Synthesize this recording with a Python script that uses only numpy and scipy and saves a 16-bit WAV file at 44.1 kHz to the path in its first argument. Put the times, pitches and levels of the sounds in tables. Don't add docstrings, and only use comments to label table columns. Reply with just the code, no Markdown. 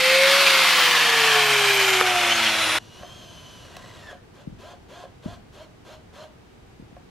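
import sys
import numpy as np
from scipy import signal
from scipy.fft import rfft, irfft, next_fast_len
from scipy.io import wavfile

SR = 44100
rng = np.random.default_rng(int(sys.argv[2]) if len(sys.argv) > 2 else 0)


def materialize(psi):
    bounded = np.clip(np.atleast_2d(psi).T, -1, 1)
    quanta = np.round(bounded * 32767).astype(np.int16)
    wavfile.write(sys.argv[1], SR, quanta)


N = 313092
TIME = np.arange(N) / SR


def grinder():
    speed = spindle_speed()
    slowed = np.clip((175 - speed) / 55, 0, 1)
    rush = sheet_echoes(chatter(housing(grinder_rush(speed, slowed))))
    sound = rush + clack() + grinder_tones(speed, slowed)
    return reach_right_later(sound, lag_s=1.9e-5, above_hz=6000)


START_TURNS_HZ, TOP_TURNS_HZ, SWITCH_OFF_S = 171.4, 185.6, .4
def spindle_speed(bearing_drag_per_s=.199, fan_drag_per_s=.063):
    powered = np.interp(TIME, [0, SWITCH_OFF_S], [START_TURNS_HZ, TOP_TURNS_HZ])
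    coast = np.exp(-bearing_drag_per_s * np.maximum(TIME - SWITCH_OFF_S, 0))
    return powered * coast / (1 + fan_drag_per_s / bearing_drag_per_s * (1 - coast))


# frequency in Hz, relative level in dB.
FAST_RUSH_COLOUR = [(410, -39), (700, -9), (776, -12), (1150, -7.5), (1540, -2.5), (2160, 3), (2910, 2),
                    (3150, 3.5), (4770, -9.5), (5790, -14.5), (8320, -20.5), (12000, -20), (15500, -38)]
SLOW_RUSH_COLOUR = [(470, -35.5), (800, -3.5), (1160, -0.5), (1280, 4.5), (2000, -9), (2320, -1.5),
                    (2700, -4.5), (3130, -10), (4600, -12.5), (5680, -14), (8980, -21), (12200, -23.5),
                    (15500, -70)]
BASS_RUSH_COLOUR = [(40, -39.5), (100, -44), (250, -15), (400, -11), (600, -7.5)]
# frequency in Hz, likeness (1 is the same).
CLOSE_LIKENESS = [(100, .92), (300, 0.97), (550, .998), (1150, 1), (1600, 1), (3000, 0.98), (4400, 0.72),
                  (6000, .8), (10000, .66), (15000, .6)]
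def grinder_rush(speed, slowed, ticks_per_turn=14):
    ticks = (rng.random((2, 2, N)) < ticks_per_turn * speed / SR) * rng.choice([-1, 1], (2, 2, N))
    ticks = rms_one(ticks * from_db(1.5 * np.minimum(rng.exponential(1, N), 4)))
    throb = 1 + .069 * np.sin(turning(speed))
    noise = (.47 * ticks + .73 * white()) * throb * from_db(.74 * drift(40))

    def band(low_hz, high_hz):
        fast = coloured(noise, FAST_RUSH_COLOUR, CLOSE_LIKENESS, low_hz, high_hz)
        slow = coloured(noise, SLOW_RUSH_COLOUR, CLOSE_LIKENESS, low_hz, high_hz)
        return fast + (slow - fast) * slowed

    bass = from_db(-11.5) * coloured(noise, BASS_RUSH_COLOUR, CLOSE_LIKENESS, 58, 710)
    low, middle, hiss = rush_gains(speed)
    return (low * (band(728, 1586) + bass) + middle * band(1613, 3770)
            + hiss * lean_left(.5) * band(3875, 16100))


# relative level at top speed in dB,
# dB lost each time the speed halves, change in dB while held low, change in dB while turned away.
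RUSH_PARTS = [(-23, 4, -2.5, 0), (-17.5, 6.5, -0.8, -1.5), (-21, 10, -2.1, -1.5)]
def rush_gains(speed):
    halvings = np.log2(TOP_TURNS_HZ / speed)
    muffled_db = -2 * (1 - ramp(0, .065))
    held_low = 1 - ramp(.24, .12)
    turned_away = ramp(CLACK_S, .0097) - ramp(CLACK_S + .13, .13)
    return [from_db(db - loss_db * halvings + muffled_db + low_db * held_low + turned_db * turned_away)
            for db, loss_db, low_db, turned_db in RUSH_PARTS]


# pitch in Hz, width in Hz, boost in dB,
# time when strongest in seconds, fade time either side in seconds.
HOUSING_RINGS = [(1126, 110, 5.5, 1.16, 0.51), (1280, 360, -18, -1.5, .3), (1530, 120, -5, 1, 0.37),
                 (1744, 100, 7.5, 1.17, 0.55), (1800, 200, -7.5, -3.5, .17), (2000, 120, -5, 18, .25),
                 (2190, 140, 2, -0.2, 0.3), (2410, 160, 5.5, 1.7, 0.36), (2530, 110, 4.5, 2.3, 0.24),
                 (2900, 220, -10, -0.3, .55), (3090, 140, 6, 1.23, 0.25), (2660, 170, 1, 0.7, 0.31),
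                 (3150, 130, 7.5, 1.75, 0.42), (3410, 130, 9, 2.45, 0.45), (3396, 170, 6.5, -0.5, .3),
                 (3620, 200, 0, 5.5, 0.21), (3800, 100, 9, 2.62, .3), (3980, 40, 14, 2.62, .15),
                 (4335, 45, 13, 2.42, .13), (3100, 110, 5, 2.35, .1), (6360, 80, 13, 2.35, .03),
                 (4000, 140, 5.5, 1.8, .3), (4600, 200, -4.5, 2.5, .7), (1215, 70, -8, 2.6, .3),
                 (5080, 70, 5, 2.5, .25), (8350, 250, 6, 1.65, .25), (5720, 90, 6, 2.6, 0.3),
                 (8500, 270, 6, 0.1, 0.3), (7020, 430, 6, 1.9, 0.085), (3160, 80, 6, 1.0, .2),
                 (2175, 50, 5, .2, .12)]
def housing(rush):
    rings = sum((from_db(db + .2) - 1) * swell(s, fade_s) * resonance(rush, hz, width)
                for hz, width, db, s, fade_s in HOUSING_RINGS)
    rush = rush + rings
    return rush + added_ring(rush, hz=711, width_hz=33, db=11.7)


# time in seconds, fade time either side in seconds, ringing pitch in Hz, boost in dB.
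GEAR_CHATTERS = [(0.218, 0.018, 2170, 7.5), (0.402, 0.011, 2550, 6.5), (0.478, 0.015, 2530, 7),
                 (0.672, .008, 2180, 4), (0.84, 0.0076, 3150, 7.5), (2.326, 0.0099, 3070, 10.5),
                 (2.473, 0.011, 3160, 13.5), (2.632, 0.0063, 2560, 2.5), (2.743, 0.0043, 2590, -1)]
def chatter(rush, surge_db=.86):
    surge = (from_db(surge_db) - 1) * rush
    return rush + sum(swell(s, fade_s) * (surge + added_ring(rush, hz, width_hz=160, db=db))
                      for s, fade_s, hz, db in GEAR_CHATTERS)


# time in seconds, delay in seconds.
SHEET_DELAY = [(0, 0.00041), (.2, 0.00046), (.45, 0.00079), (1, 0.0011), (1.5, .00126), (2.8, 0.0015)]
# multiple of that delay, relative level in dB.
NEAR_ECHOES = [(1, -16.5), (3.7, -17.5), (6.002, -19.5)]
def sheet_echoes(rush):
    delay_s = in_time(SHEET_DELAY)
    echoes = sum(from_db(db) * delayed(rush, multiple * delay_s) for multiple, db in NEAR_ECHOES)
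    return from_db(-2.5) * (rush + echoes)


# time in seconds, relative level in dB.
MOTOR_HUM = [(0.0, -28), (0.06, -23.5), (0.22, -20.5), (0.6, -31), (0.7, -38), (1.04, -35.5), (1.27, -29),
             (1.95, -27.5), (2.2, -36.5), (2.78, -42.5)]
# multiple of the spindle speed, level in dB when fast, level in dB when slow.
SPINDLE_TONES = [(1, -50.5, -49.5), (2, -51.5, -64), (5, -44, -46), (6, -40.5, -42), (12, -30.5, -47.5)]
# multiple of the spindle speed, level in dB when fast.
TOOTH_TONES = [(15, -33), (18, -33), (30, -46), (56, -49.5)]
# pitch in Hz, width in Hz, boost in dB.
GUARD_RINGS = [(139, 14, 6.5), (224, 24, 23), (722, 49, 15)]
WHISTLE_RINGS = [(15400, 900, 19), (14400, 400, -4), (13150, 900, 11), (11900, 1300, 15.5),
                 (10650, 450, -7), (9800, 600, 19.5)]
def grinder_tones(speed, slowed):
    angle = turning(speed * (1 + .0008 * drift(15)))
    tones = from_db(in_time(MOTOR_HUM) - .86 + drift(9.9)) * np.sin(3 * angle)
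    for multiple, fast_db, slow_db in SPINDLE_TONES:
        db = fast_db + (slow_db - fast_db) * slowed + boost_db(multiple * speed, GUARD_RINGS)
        tones += from_db(db + 1.3 * drift(30)) * np.sin(multiple * angle + .24 * drift(28))
    for multiple, db in TOOTH_TONES:
        tones += from_db(db - 9.9 * slowed + 1.7 * drift(32)) * np.sin(multiple * angle + 1.3 * drift(64))
    whistle_db = -56 + boost_db(93 * speed, WHISTLE_RINGS) + 2 * drift(20)
    whistle = from_db(whistle_db) * np.sin(93 * angle + .3 * drift(50))
    return np.sqrt(2) * (tones + whistle)


CLACK_S = 2.0111
# pitch in Hz, relative level in dB, seconds to fade by 60 dB.
CLACK_NOTES = [(470, -8, .04), (800, -8, .018), (1280, -1, .016), (1800, -3, .014), (5500, -7, .003),
               (10500, -5, .003)]
def clack():
    blow = cut(struck(CLACK_S, db=-5.5, notes=CLACK_NOTES, brightness_hz=14000), 220, "high")
    return reach_right_later([blow, blow], lag_s=5e-5)


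BITE_S, TIGHT_S, SEATED_S, STALL_S = 2.89, 3.62, 4.02, 4.118
TIGHTEN_TAKES_S, SEAT_TAKES_S, BRAKE_S = .14, .13, .027
# pitch in Hz, width in Hz, boost in dB.
CASE_RINGS = [(608, 44, 3), (1000, 60, 7.5), (1594, 44, 8.5), (3320, 210, 4.5), (4170, 110, 6),
              (5430, 110, 5), (6400, 460, 5.5), (7500, 180, 3)]
def driver():
    gear_hz, squeeze_gain = squeezes()
    labouring = ramp(TIGHT_S, TIGHTEN_TAKES_S) * (TIME < TRIGGER_SQUEEZES[0][0])
    noise = white() * from_db((.5 + 1.5 * labouring) * drift(160))
    up_to_speed = np.minimum(gear_hz / 580, 1)
    sound = whirr(noise, squeeze_gain, up_to_speed)
    sound += squeeze_tones(gear_hz, squeeze_gain * up_to_speed ** 2)
    sound += screw_grind()
    rings = sum(added_ring(sound, hz, width, db) for hz, width, db in CASE_RINGS)
    return sound + rings + long_run() + roof_drone(noise)


# time in seconds, pitch in Hz.
WHINE_PITCH = [(2.96, 2880), (3.03, 3070), (3.16, 3213), (3.28, 3068), (3.55, 3010), (3.70, 2864),
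               (3.83, 2915), (3.9, 2940), (3.98, 2886), (4.07, 2670), (4.16, 2337)]
def long_run():
    whine_hz = in_time(WHINE_PITCH)
    shaft_hz = whine_hz / 3
    shaft_angle = turning(shaft_hz * (1 + .002 * drift(30)))
    return gear_whine(shaft_angle, shaft_hz) + gear_strain(shaft_angle) + screw_squeal(shaft_angle)


def run_gain(free_db, bite_db, tight_db, seated_db):
    load_db = (bite_db * ramp(BITE_S, .074) + tight_db * ramp(TIGHT_S, TIGHTEN_TAKES_S)
               + seated_db * ramp(SEATED_S, SEAT_TAKES_S))
    return from_db(free_db + load_db - 261 * np.clip(TIME - STALL_S, 0, 1))


# multiple of the gear shaft's speed, relative level in dB.
WHINE_TONES = [(1, -11), (3, -1.5), (3.17, -13), (4, -17), (4.17, -17), (5, -17), (5.83, -17), (6, -8),
               (6.13, -14), (9, -23), (10.2, -23), (11.05, -26), (11.6, -24)]
# pitch in Hz, width in Hz, boost in dB.
WHINE_RINGS = [(3210, 250, 3.5), (5360, 280, 10)]
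def gear_whine(shaft_angle, shaft_hz):
    angle = shaft_angle + .039 * drift(55)
    whine = 0
    for multiple, db in WHINE_TONES:
        gain = from_db(db + boost_db(multiple * shaft_hz, WHINE_RINGS) + 2.5 * drift(26))
        whine += gain * np.sin(multiple * angle + .004 * multiple ** 2 * drift(90))
    return np.sqrt(2) * run_gain(-60.5, bite_db=6, tight_db=-14, seated_db=0) * whine


# multiple of the gear shaft's speed, relative level in dB, change in dB as the screw seats.
STRAIN_TONES = [(1, -5, -3), (2, 0.5, 2), (3, -9, -3), (4, -4, -2), (5.7, -13, -8), (6.4, -13, -8),
                (8, -10, -8)]
def gear_strain(shaft_angle):
    seated = ramp(SEATED_S, SEAT_TAKES_S)
    growl = 0
    for multiple, db, seated_db in STRAIN_TONES:
        gain = from_db(db + seated_db * seated + 4 * drift(55))
        growl += gain * np.sin(multiple * shaft_angle + .9 * (1 + seated) * drift(90))
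    return np.sqrt(2) * run_gain(-80.5, bite_db=3, tight_db=17, seated_db=8) * growl


# multiple of the gear shaft's speed, level in dB.
SQUEAL_TONES = [(2, -48.5), (4, -57)]
def screw_squeal(shaft_angle):
    squeal = sum(from_db(db + 3 * drift(60)) * np.sin(multiple * (shaft_angle + .33 * drift(90)))
                 for multiple, db in SQUEAL_TONES)
    return np.sqrt(2) * swell(4.095, fade_s=.035) * squeal


def screw_grind(slips_per_s=900):
    gain = from_db(-58.5) * ramp(TIGHT_S, TIGHTEN_TAKES_S) * (1 - ramp(STALL_S, BRAKE_S))
    slips = (rng.random(N) < slips_per_s / SR) * rng.standard_normal(N)
    return gain * rms_one(cut(slips, (600, 3500), "band"))


# start in seconds, length in seconds,
# seconds to reach three-quarter speed, top gear pitch in Hz, relative level in dB.
TRIGGER_SQUEEZES = [(4.33, .089, .04, 600, -7), (4.582, .14, .053, 714, -1), (4.881, .15, .036, 718, -.5),
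                    (5.218, .125, .037, 708, -.5), (5.52, .115, .046, 650, -2.5),
                    (5.845, .096, .034, 645, 0), (6.126, .115, .026, 628, 0)]
def squeezes(spin_up_s=.016, trigger_travel_s=.032, run_down_s=.6):
    gear_hz, gain = np.full(N, 300.), np.zeros(N)
    for start, length, rise_s, top_hz, db in TRIGGER_SQUEEZES:
        age = np.maximum(TIME - start, 0)
        released_s = np.clip(age - length, 0, 1)
        trigger = .5 + .5 * np.tanh((age - rise_s) / trigger_travel_s)
        hz = top_hz * (.5 + .5 * trigger) / (1 + released_s / run_down_s)
        gear_hz = np.where(age > 0, hz, gear_hz)
        gain += from_db(db) * (1 - np.exp(-age / spin_up_s)) * np.exp(-released_s / BRAKE_S)
    return gear_hz, gain


# multiple of the gear pitch, relative level in dB.
SQUEEZE_TONES = [(.5, -12), (1, 2), (1.17, -9), (1.5, -9), (2, -12), (2.33, -12), (3.5, -16), (4.5, -13),
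                 (5, -10.5), (6, -18), (6.67, -13), (8.75, -19), (10.5, -26), (11.5, -26)]
def squeeze_tones(gear_hz, gain):
    angle = turning(gear_hz * (1 + .012 * drift(45)))
    tones = 0
    for multiple, db in SQUEEZE_TONES:
        roughness = .25 + .11 * multiple
        tones += from_db(db + 3.2 * drift(71)) * np.sin(multiple * angle + roughness * drift(70))
    tones *= np.sqrt(2) * from_db(-52) * gain
    wall_echo = from_db(-10) * delayed([cut(tones, 900, "low")], .046)
    return tones + wall_echo


# frequency in Hz, relative level in dB.
BODY_COLOUR = [(180, -40), (300, -10), (350, -1.5), (463, -11), (545, -3.5), (695, -1.5), (871, -42),
               (980, -8), (1320, -8), (1650, -14.5), (2190, -7.5), (2600, -13), (3380, -43), (5720, -120)]
TREBLE_COLOUR = [(1240, -35), (2100, -8), (2710, 2.5), (3120, 0), (3700, -0.5), (4190, -1), (5060, -10),
                 (5500, -7.5), (5780, 1), (7450, -13.5), (8640, -14.5), (10600, -11.5), (12400, -27),
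                 (14200, -30), (15000, -41)]
# frequency in Hz, likeness (1 is the same).
DISTANT_LIKENESS = [(380, 0.55), (700, 1), (2400, 0.97), (4400, 1), (8000, 0.7), (15000, .55)]
def whirr(noise, squeeze_gain, up_to_speed):
    scrape = from_db(-56 + 3 * drift(60)) * swell(3.05, fade_s=.06)
    body = run_gain(-58, bite_db=3.5, tight_db=2, seated_db=4) + scrape + from_db(-51) * squeeze_gain
    brushes = from_db(-56 + 7 * (1 - up_to_speed)) * squeeze_gain
    treble = run_gain(-57, bite_db=3, tight_db=-2, seated_db=1) + brushes
    return (body * coloured(noise, BODY_COLOUR, DISTANT_LIKENESS, 325, 2065)
            + treble * coloured(noise, TREBLE_COLOUR, DISTANT_LIKENESS, 2410, 15100))


# frequency in Hz, relative level in dB.
DRONE_COLOUR = [(90, 1.5), (130, -1.5), (230, -5)]
def roof_drone(noise):
    gain = run_gain(-60, bite_db=4.5, tight_db=2, seated_db=-7)
    return gain * coloured(noise, DRONE_COLOUR, OUTDOOR_LIKENESS, 83.4, 234)


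# start in seconds, level in dB, brightness in Hz.
ROOF_KNOCKS = [(3.032, -39.5, 1400), (3.046, -46, 1300), (3.767, -42.5, 5000), (3.842, -44, 800),
               (4.088, -46, 600), (4.128, -39, 600), (4.150, -45, 600), (4.735, -43, 700),
               (5.037, -37.5, 650), (5.052, -39.5, 640), (6.966, -43, 900)]
# pitch in Hz, relative level in dB, seconds to fade by 60 dB.
ROOF_NOTES = [(549, 3.5, 0.058), (720, 4, 0.087), (850, -10, 0.027), (1084, 1, 0.053), (1680, 3.5, 0.031),
              (2654, 3, 0.024), (4060, 5, .015), (6800, 6, 0.0066)]
def knocks():
    return sum(struck(s, db, ROOF_NOTES, brightness_hz) for s, db, brightness_hz in ROOF_KNOCKS)


def snap(start_s=3.7667, fade_s=.022):
    age = TIME - start_s
    gain = (age > 0) * from_db(-32.5 - 60 * np.clip(age / fade_s, 0, 3))
    return cut(gain * rng.standard_normal(N), (500, 5500), "band", order=1)


# start in seconds, level in dB, number that multiplies the pitches below.
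DULL_THUMPS = [(3.005, -38, 1), (4.470, -23, 1), (4.52, -34, 1), (4.778, -43.5, 1), (5.256, -20, 1.15),
               (6.794, -37, 1.4), (6.82, -38.5, 1.6), (6.922, -40, 1.3)]
# pitch in Hz, relative level in dB, seconds to fade by 60 dB.
THUMP_NOTES = [(102, -2, 0.042), (149, 4.5, 0.036), (205, 2.5, 0.036), (298, -6, 0.033), (616, -7, 0.027)]
def thumps(bounce_s=.024, bounce_loss_db=14):
    blows = 0
    for s, db, pitch in DULL_THUMPS:
        notes = [(pitch * hz, note_db, fade_s) for hz, note_db, fade_s in THUMP_NOTES]
        for bounce in range(3):
            blows += struck(s + bounce * bounce_s, db - bounce * bounce_loss_db, notes, brightness_hz=470)
    return reach_right_later(blows * lean_left(1.7), lag_s=.00077)


def yard(sound, echo_db=-20):
    dull, out = cut(sound, 2400, "low"), sound.copy()
    for side in range(2):
        for s in np.linspace(.012, .16, 12) * rng.uniform(.85, 1.15, 12):
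            lag = round(s * SR)
            out[side, lag:] += from_db(echo_db - 60 * s) * dull[side, :-lag]
    return out


# frequency in Hz, relative level in dB.
FOREST_COLOUR = [(15, -19), (25, -20), (86, -14), (118, -11), (150, -10.5), (354, -13.5), (427, -13),
                 (543, -22.5), (769, -17.5), (856, -21.5), (1150, -24.5), (2780, -30), (7280, -40.5),
                 (11200, -47.5), (15000, -53)]
# frequency in Hz, likeness (1 is the same).
OUTDOOR_LIKENESS = [(100, 0.99), (200, 0.3), (400, .05), (15000, 0.055)]
def forest():
    return from_db(-53) * coloured(white(), FOREST_COLOUR, OUTDOOR_LIKENESS, 100.3, 15600)


# frequency in Hz, relative level in dB.
RUMBLE_COLOUR = [(22, -9), (50, -4.5), (100, -2), (130, -7.5)]
def rumble(breeze_s=1.2, boom_s=.057):
    calm = 1 - ramp(breeze_s, .6)
    air = from_db(-55.5 - 8.5 * calm)
    booms = sum(from_db(db - 21) * ramp(s, .012) * np.exp(-np.abs(TIME - s) / boom_s)
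                for s, db, _ in DULL_THUMPS)
    return (air + booms) * coloured(white(), RUMBLE_COLOUR, [(50, .93)], 22, 119.7)


def from_db(db):
    return 10 ** (np.asarray(db) / 20)


def rms_one(x):
    return x / np.sqrt(np.mean(x ** 2) + 1e-20)


def in_time(rows):
    return np.interp(TIME, *np.transpose(rows))


def at_hz(rows, hz):
    frequencies, values = np.transpose(rows)
    return np.interp(np.log(hz), np.log(frequencies), values)


def ramp(start_s, takes_s):
    return np.clip((TIME - start_s) / takes_s, 0, 1)


def swell(peak_s, fade_s):
    return np.exp(-((TIME - peak_s) / fade_s) ** 2)


def drift(rate_hz):
    r = np.exp(-40 * np.pi * rate_hz / SR)
    slow = signal.lfilter([1], [1, -2 * r, r * r], rng.standard_normal(N // 20 + 4002))[4000:]
    return np.interp(np.arange(N) / 20, np.arange(len(slow)), rms_one(slow))


def turning(hz):
    return 2 * np.pi * np.cumsum(hz) / SR


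def cut(x, hz, kind, order=2):
    return signal.sosfilt(signal.butter(order, hz, kind, fs=SR, output="sos"), x + 1e-18)


def resonance(x, hz, width_hz):
    r = np.exp(-np.pi * width_hz / SR)
    feedback = [1, -2 * r * np.cos(2 * np.pi * hz / SR), r * r]
    return signal.lfilter(np.array([1, 0, -1]) * (1 - r * r) / 2, feedback, x)


def added_ring(x, hz, width_hz, db):
    return (from_db(db) - 1) * resonance(x, hz, width_hz)


def boost_db(hz, rings):
    return sum(db / (1 + ((hz - centre) / width * 2) ** 2) for centre, width, db in rings)


def struck(start_s, db, notes, brightness_hz):
    age, out = TIME[:SR // 3], np.zeros(N + SR)
    ringing = 0
    for k, (hz, note_db, fade_s) in enumerate(notes):
        gain = from_db(note_db + rng.normal() - 60 * age / fade_s)
        ringing += (-1) ** k * gain * np.sin(2 * np.pi * hz * age)
    start = round(start_s * SR)
    out[start:start + len(age)] = from_db(db) * cut(ringing, brightness_hz, "low")
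    return out[:N]


def white():
    return rng.standard_normal((2, 2, N))


def coloured(noise, colour, likeness, low_hz, high_hz):
    edges = np.geomspace(low_hz, high_hz, int(np.log2((high_hz / low_hz) ** 3)) + 2)
    out = 0
    for k, band in enumerate(zip(edges, edges[1:])):
        hz = np.sqrt(band[0] * band[1])
        alike = at_hz(likeness, hz)
        shares = np.sqrt([[1 + alike], [1 - alike]])
        out += from_db(at_hz(colour, hz)) * shares * cut(noise[k % 2], band, "band")
    shared, difference = out / np.sqrt(np.mean(out[0] ** 2))
    return np.array([shared + difference, shared - difference])


def delayed(x, s):
    return np.array([np.interp(TIME - s, TIME, side, left=0) for side in x])


def lean_left(db):
    return from_db([[db], [-db]])


def reach_right_later(x, lag_s, above_hz=1):
    size = next_fast_len(N + SR // 10)
    hz = np.arange(size // 2 + 1) * SR / size
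    share = 1 - 1 / (1 + (hz / above_hz) ** 16)
    right = irfft(rfft(x[1], size) * np.exp(-2j * np.pi * hz * lag_s * share), size)
    return np.array([x[0], right[:N]])


def scene(jump_s=2.788):
    knocking, hush = knocks(), forest()
    close = grinder()
    shed = yard(driver() + knocking + snap() + thumps())
    before_jump = np.clip((jump_s - TIME) / .004, 0, 1)
    return before_jump * close + (1 - before_jump) * shed + hush + rumble()


def record(dry, cutoff_hz=15700):
    return signal.sosfilt(signal.ellip(10, .1, 80, cutoff_hz, fs=SR, output="sos"), dry)


dry = scene()
out = record(dry)
materialize(out)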